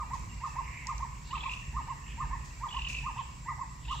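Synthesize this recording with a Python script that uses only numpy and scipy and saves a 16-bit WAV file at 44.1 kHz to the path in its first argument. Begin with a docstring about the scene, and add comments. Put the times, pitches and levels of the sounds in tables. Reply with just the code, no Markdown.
"""A low two-note hoot repeats among trees, each note an arch in pitch that trunks and canopy throw back.
Around the microphone lie a low outdoor rumble, the hiss of the woods and an insect's wavering whine.
Leaves rustle and twigs tick. Further off, a flock chirps and other birds scold in hoarse bands of
noise, rattle in quick harsh syllables and chatter in slurred notes."""
import sys
import numpy as np
from scipy import signal
from scipy.fft import rfft, irfft, next_fast_len
from scipy.io import wavfile
from scipy.ndimage import uniform_filter1d, map_coordinates

SR = 44100
rng = np.random.default_rng(int(sys.argv[2]) if len(sys.argv) > 2 else 0)


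def log_audio(samples):
    """Write samples as a 16-bit WAV file to the path given in sys.argv[1]."""
    # one column per channel
    frames = np.atleast_2d(samples).T
    # limit to full scale, then quantise
    limited = np.clip(frames, -1, 1)
    pcm = np.round(limited * 32767).astype(np.int16)
    wavfile.write(sys.argv[1], SR, pcm)


N = 176400


def amp(db):
    """Decibels to gain."""
    return 10 ** (np.asarray(db) / 20)


def unit(x):
    """Scale to rms 1."""
    return x / np.sqrt(np.mean(x ** 2) + 1e-20)


def along(points, hz):
    """Read (freq_hz, value) points on a log frequency axis."""
    freqs, values = np.transpose(points)
    return np.interp(np.log(hz + 1), np.log(freqs + 1), values)


def clock():
    """Time of every sample in seconds."""
    return np.arange(N) / SR


def wobble(rate):
    """A smooth random curve, rate knots a second."""
    return map_coordinates(rng.standard_normal(int(N * rate / SR) + 4), [clock() * rate])


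def filtered(x, response):
    """Shape x by a response of frequency."""
    size = next_fast_len(N + SR // 2)
    return irfft(rfft(x, size) * response(np.fft.rfftfreq(size, 1 / SR)), size)[..., :N]


def delayed(x, seconds):
    """The same sound arriving later."""
    return filtered(x, lambda hz: np.exp(-2j * np.pi * hz * seconds))


WOODS_PAN_DB = -1.4  # most of the wood sits a little right of the microphone
def pan(db):
    """Stereo gains for a level difference, left minus right."""
    return amp([[db / 2], [-db / 2]])


def phase(hz):
    """Running phase of a pitch curve."""
    return 2 * np.pi * np.cumsum(hz) / SR


# Decay under the trees: freq_hz, t60_s
CANOPY_DECAY = [(1000, 1), (2500, 0.85), (8000, 0.52)]
def canopy(x):
    """Leaves and branches scatter a diffuse stereo echo, returned as strong as x."""
    hz, t, spectrum = signal.stft(rng.standard_normal((2, SR)), SR, nperseg=256)
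    decay = amp(-60 * t / along(CANOPY_DECAY, hz)[:, None])
    tail = signal.istft(spectrum * decay, SR, nperseg=256)[1]
    echo = signal.fftconvolve(x[None], tail, axes=1)[:, :N]
    return unit(echo) * np.std(x)


# Calls of the nearest bird: first_top_s, gap_s, second_gain_db
HOOT_PAIRS = [(.008, .13, -28.5), (0.4509, 0.14, -26.5), (0.9015, 0.13, -29), (1.3444, 0.12, -29),
              (1.7786, 0.13, -30), (2.2162, .119, -31), (2.6466, .123, -29.5), (3.0752, .119, -29.5),
              (3.497, 0.12, -30), (3.9222, .11, -29)]
# Arch of each note: from_top_ms, pitch_ratio, gain_db
FIRST_ARCH = [(-50, .6, -36.5), (-36, .74, -16), (-24, .79, -14.5), (-11, .861, -1), (-2.5, 1.029, -6.5),
              (3.5, .955, -4.5), (12.5, .832, -3.5), (26, .734, -12.5), (37.5, 0.645, -19.5)]
SECOND_ARCH = [(-38, 0.572, -26.5), (-24, .777, -9), (-9, .821, -5.5), (0, .902, -3.5), (8, .826, -12.5),
               (15, 0.779, -5.5), (29.5, 0.606, -30)]
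# Throat colour on the overtone: freq_hz, gain_db
THROAT_COLOUR = [(2000, 2), (2450, -10.5)]
# Reflections from trunks to microphone: delay_ms, left_gain, right_gain
TRUNK_ECHOES = [(7.035, -0.45, -0.55), (11.236, -0.2, 0.31), (29.1, 0.18, 0.12), (43.97, 0.23, 0.084)]
def hoots(pitch_hz=1239, first_gain_db=-29.5, overtone_db=-27):
    """Pairs of arched, almost pure notes beat against their reflections from the trunks."""
    t, voice, overtone = clock(), np.zeros(N), np.zeros(N)
    for first_s, gap_s, second_gain_db in HOOT_PAIRS:
        notes = (first_s, FIRST_ARCH, first_gain_db), (first_s + gap_s, SECOND_ARCH, second_gain_db)
        for top_s, arch, note_db in notes:
            ms, ratio, arch_db = np.transpose(arch)
            from_top_ms = (t - top_s) * 1000
            on = (from_top_ms > ms[0]) & (from_top_ms < ms[-1])
            angle = phase(pitch_hz * rng.normal(1, 0.0074) * np.interp(from_top_ms[on], ms, ratio))
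            swell = amp(np.interp(from_top_ms[on], ms, arch_db))
            voice[on] += amp(note_db) * swell * np.sin(angle)
            overtone[on] += amp(note_db + overtone_db) * swell ** .25 * np.sin(2 * angle)
    voice += filtered(overtone, lambda hz: amp(along(THROAT_COLOUR, hz)))
    trunks = sum(np.array([[left], [right]]) * delayed(voice, ms / 1000)
                 for ms, left, right in TRUNK_ECHOES)
    return pan(-1.5) * (voice + trunks + amp(-4.5) * canopy(voice))


# Likeness of the microphone's two sides: freq_hz, correlation
STEREO_LIKENESS = [(70, 0.99), (150, 0.9), (400, 0.38), (6000, 0.27)]
def noise(colour):
    """Stereo noise of rms 1, alike in the bass and mostly unrelated in the treble."""
    def mid_and_side(hz):
        turn = np.arccos(np.clip(along(STEREO_LIKENESS, hz), -1, 1)) / 2
        return amp(along(colour, hz)) * [np.cos(turn), np.sin(turn)]
    mid, side = filtered(rng.standard_normal((2, N)), mid_and_side)
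    return unit(np.array([mid + side, mid - side]))


def patchy(x, drift_db=1.1):
    """Each region of the spectrum drifts slowly in level."""
    spectrum = signal.stft(x, nperseg=512)[2]
    across_pitch = uniform_filter1d(rng.standard_normal(spectrum.shape[1:]), size=10, axis=0)
    drift = unit(uniform_filter1d(across_pitch, size=28, axis=1))
    return signal.istft(spectrum * amp(drift_db * drift), nperseg=512)[1][:, :N]


# Colours of the rumble and the hiss: freq_hz, gain_db
RUMBLE_COLOUR = [(20, -23), (32, -16), (56, 2), (72, -9.5), (100, -15), (138, -8), (160, -16.5),
                 (400, -38.5), (3000, -115)]
HISS_COLOUR = [(1200, 1.5), (3500, -5), (5200, -0.5), (6800, -0.5), (8200, -12.5), (10500, -16.5),
               (15500, -19)]
# Course of the hiss: time_s, level_db
HISS_LEVEL = [(1.9, -57.5), (2.8, -57), (3.6, -59)]
def rumble_and_hiss(rumble_db=-43, swell_db=2):
    """A low distant rumble and the drifting hiss of the woods surround the microphone."""
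    rumble = amp(rumble_db + swell_db * wobble(6.32)) * noise(RUMBLE_COLOUR)
    hiss = amp(np.interp(clock(), *np.transpose(HISS_LEVEL))) * patchy(noise(HISS_COLOUR))
    return pan(WOODS_PAN_DB) * (rumble + hiss)


# Partials of the insect's whine: pitch_hz, swing_hz, level_db
WHINE_PARTIALS = [(7585, 117.8, -63.5), (7050, 62.4, -70.5)]
def insect(waver_hz=12.3, right_lag_s=0.00016):
    """A thin whine flips up and down in pitch, reaching the microphone more as echo than direct."""
    flips = np.tanh(2 * np.sin(phase(waver_hz * (1 + .2 * wobble(8)))))
    swing = flips + 0.258 * wobble(250)
    voice = sum(amp(db) * np.sin(phase(hz + swing_hz * swing)) for hz, swing_hz, db in WHINE_PARTIALS)
    direct = np.array([voice, delayed(voice, right_lag_s)])
    return pan(WOODS_PAN_DB) * (direct + amp(4.5) * canopy(voice))


# Course of the distant flock: time_s, level_db
FLOCK_LEVEL = [(.2, -56), (.8, -55.5), (1.2, -59.5), (2.05, -55.5), (3.7, -63)]
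def flock(count=260, centre_hz=2226, log_spread=0.2472, chirp_s=0.01943):
    """Many gliding chirps, far off, blur into one another under the canopy."""
    chirps, progress = np.zeros(N + SR), np.linspace(0, 1, int(chirp_s * SR))
    for k, (jitter, pitch, glide) in enumerate(rng.uniform(-1, 1, (count, 3))):
        hz = centre_hz * np.exp(log_spread * (pitch + glide * (progress - .5)))
        start = int(abs(k + jitter) * N / count)
        chirps[start:start + len(progress)] += np.sin(np.pi * progress) * np.sin(phase(hz))
    level = amp(np.interp(clock(), *np.transpose(FLOCK_LEVEL)))
    return level * pan(WOODS_PAN_DB) * unit(.5 * chirps[:N] + canopy(chirps[:N]))


# Brushes of the leaves: start_s, level_db
LEAF_BRUSHES = [(0.133, -51.5), (.46, -55.5), (1.51, -53.5), (2.444, -55), (2.883, -46), (3.911, -53)]
# Colour of the leaves: freq_hz, gain_db
LEAF_COLOUR = [(4000, -6.5), (6600, 2), (9500, -14.5), (15000, -29)]
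def leaves(rise_s=0.0036, t60_s=0.6, grain_db=2.5):
    """Brushed leaves send a short grainy hiss straight to the microphone."""
    t = clock()
    brush = sum(amp(db - 60 * np.abs(t - start_s) / t60_s) * np.clip((t - start_s) / rise_s, 0, 1)
                for start_s, db in LEAF_BRUSHES)
    grains = unit(noise(LEAF_COLOUR) * amp(grain_db * wobble(600)))
    return pan(-1.1) * brush * grains


# Scolding from off in the trees: middle_s, half_length_s, centre_hz, level_db
SCOLD_CALLS = [(0.768, 0.15, 2220, -50), (1.281, 0.037, 4230, -58), (1.387, .07, 3390, -54),
               (2.103, 0.035, 2670, -52.5), (3.2, 0.03, 3100, -54.5), (3.95, 0.095, 3380, -52)]
def scolds(log_width=0.15, flutter_hz=70, flutter_db=2.5):
    """Hoarse, fluttering bird calls, each a swell of noise in one resonance."""
    t, voice = clock(), np.zeros(N)
    flutter = amp(flutter_db * np.sin(phase(flutter_hz * (1 + 0.1974 * wobble(30)))))
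    for middle_s, half_length_s, centre_hz, db in SCOLD_CALLS:
        resonance = lambda hz: np.exp(-.5 * (np.log((hz + 1) / centre_hz) / log_width) ** 2)
        band = filtered(rng.standard_normal(N), resonance)
        swell = amp(db) * np.exp(-((t - middle_s) / half_length_s) ** 2)
        voice += swell * unit(band * flutter)
    return pan(WOODS_PAN_DB) * (voice + amp(-1) * canopy(voice))


# Ticks of the twigs: start_s, gain_db
TWIG_TICKS = [(0.8701, -33), (0.981, -42)]
# Colour of a tick: freq_hz, gain_db
TWIG_COLOUR = [(2000, -19), (5500, 8.5), (7000, 3.5), (15000, -36)]
def twigs(t60_s=0.0092):
    """Twigs tick in sharp bursts of bright noise that echo in the branches."""
    t = clock()
    snap = sum(amp(db - 60 * np.abs(t - start_s) / t60_s) * (t >= start_s) for start_s, db in TWIG_TICKS)
    ticks = 2 * filtered(snap * rng.standard_normal((2, N)), lambda hz: amp(along(TWIG_COLOUR, hz)))
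    return pan(-1.1) * (ticks + amp(-6) * canopy(ticks[0]))


# Syllables of a bird further off: top_s, level_db, top_pitch_hz
RATTLE_SYLLABLES = [(1.315, -41, 2950), (1.359, -36, 2805), (1.384, -37.5, 2667), (1.411, -38.5, 3450),
                    (1.44, -34.5, 2690), (1.467, -35.5, 2617), (1.499, -31.5, 2790), (1.519, -33, 2836),
                    (1.539, -32, 2813), (2.693, -43.5, 3370), (2.715, -41.5, 3000), (2.731, -37, 3080),
                    (2.749, -38, 2956), (2.772, -33.5, 2950), (2.796, -33, 2896), (2.823, -33.5, 2886),
                    (2.853, -32.5, 3020), (2.875, -30, 2850), (2.903, -31.5, 2748), (2.933, -36, 2743),
                    (2.952, -31.5, 2750), (2.973, -33, 2704), (2.991, -32, 2708), (3.857, -46, 2780),
                    (3.888, -42, 2960), (3.902, -39, 3050), (3.918, -38.5, 2980), (3.931, -35.5, 2950)]
# Colour of its rasp: freq_hz, gain_db
RASP_COLOUR = [(2400, -15), (3500, 2), (7000, -20), (12000, -60)]
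def rattles(width_s=.005, pitch_drop=0.2002, rasp_db=-15.5, right_lag_s=7e-5):
    """Quick runs of rasping syllables: each flicks up in pitch and fades as it falls back."""
    t, voice, effort = clock(), np.zeros(N), np.zeros(N)
    rough = 1 + 0.03 * wobble(900)
    for top_s, db, hz in RATTLE_SYLLABLES:
        on = abs(t - top_s) < 4 * width_s
        from_top = (t[on] - top_s) / width_s
        swell = amp(db) / np.cosh(1.61 * from_top + .5)
        arch = 1 - pitch_drop * from_top ** 2 / (1 + from_top ** 2)
        voice[on] += swell * np.sin(phase(hz * rough[on] * arch))
        effort[on] += swell
    rasp = unit(np.sqrt(effort) * noise(RASP_COLOUR)[0])
    voice += amp(rasp_db) * np.std(voice) * rasp
    direct = np.array([voice, delayed(voice, right_lag_s)])
    return pan(WOODS_PAN_DB) * (direct + amp(-3) * canopy(voice))


# Notes from deeper in the trees: start_s, length_s, start_hz, end_hz, level_db
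CHATTER_NOTES = [(2.21, 0.051, 1900, 1540, -51), (2.307, 0.074, 1650, 2057, -49.5),
                 (3.176, 0.019, 2880, 2400, -44), (3.463, 0.07, 1997, 1980, -44)]
def chatter():
    """Far birds slur their notes, slightly hoarse from a fast jitter in pitch."""
    t, voice = clock(), np.zeros(N)
    rough = 1 + 0.034 * wobble(500)
    for start_s, length_s, start_hz, end_hz, db in CHATTER_NOTES:
        on = (t > start_s) & (t < start_s + length_s)
        progress = (t[on] - start_s) / length_s
        hz = rough[on] * (start_hz + (end_hz - start_hz) * progress)
        voice[on] += amp(db) * np.sin(np.pi * progress) ** .5 * np.sin(phase(hz))
    return voice + amp(-2) * canopy(voice)


def scene():
    """The wood as heard from one spot among the trees."""
    return (hoots() + rumble_and_hiss() + insect() + flock()
            + leaves() + scolds() + twigs() + rattles() + chatter())


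def record(dry):
    """The camera's microphone keeps nothing above its band limit."""
    return filtered(dry, lambda hz: hz < 15730)


dry = scene()
out = record(dry)
log_audio(out)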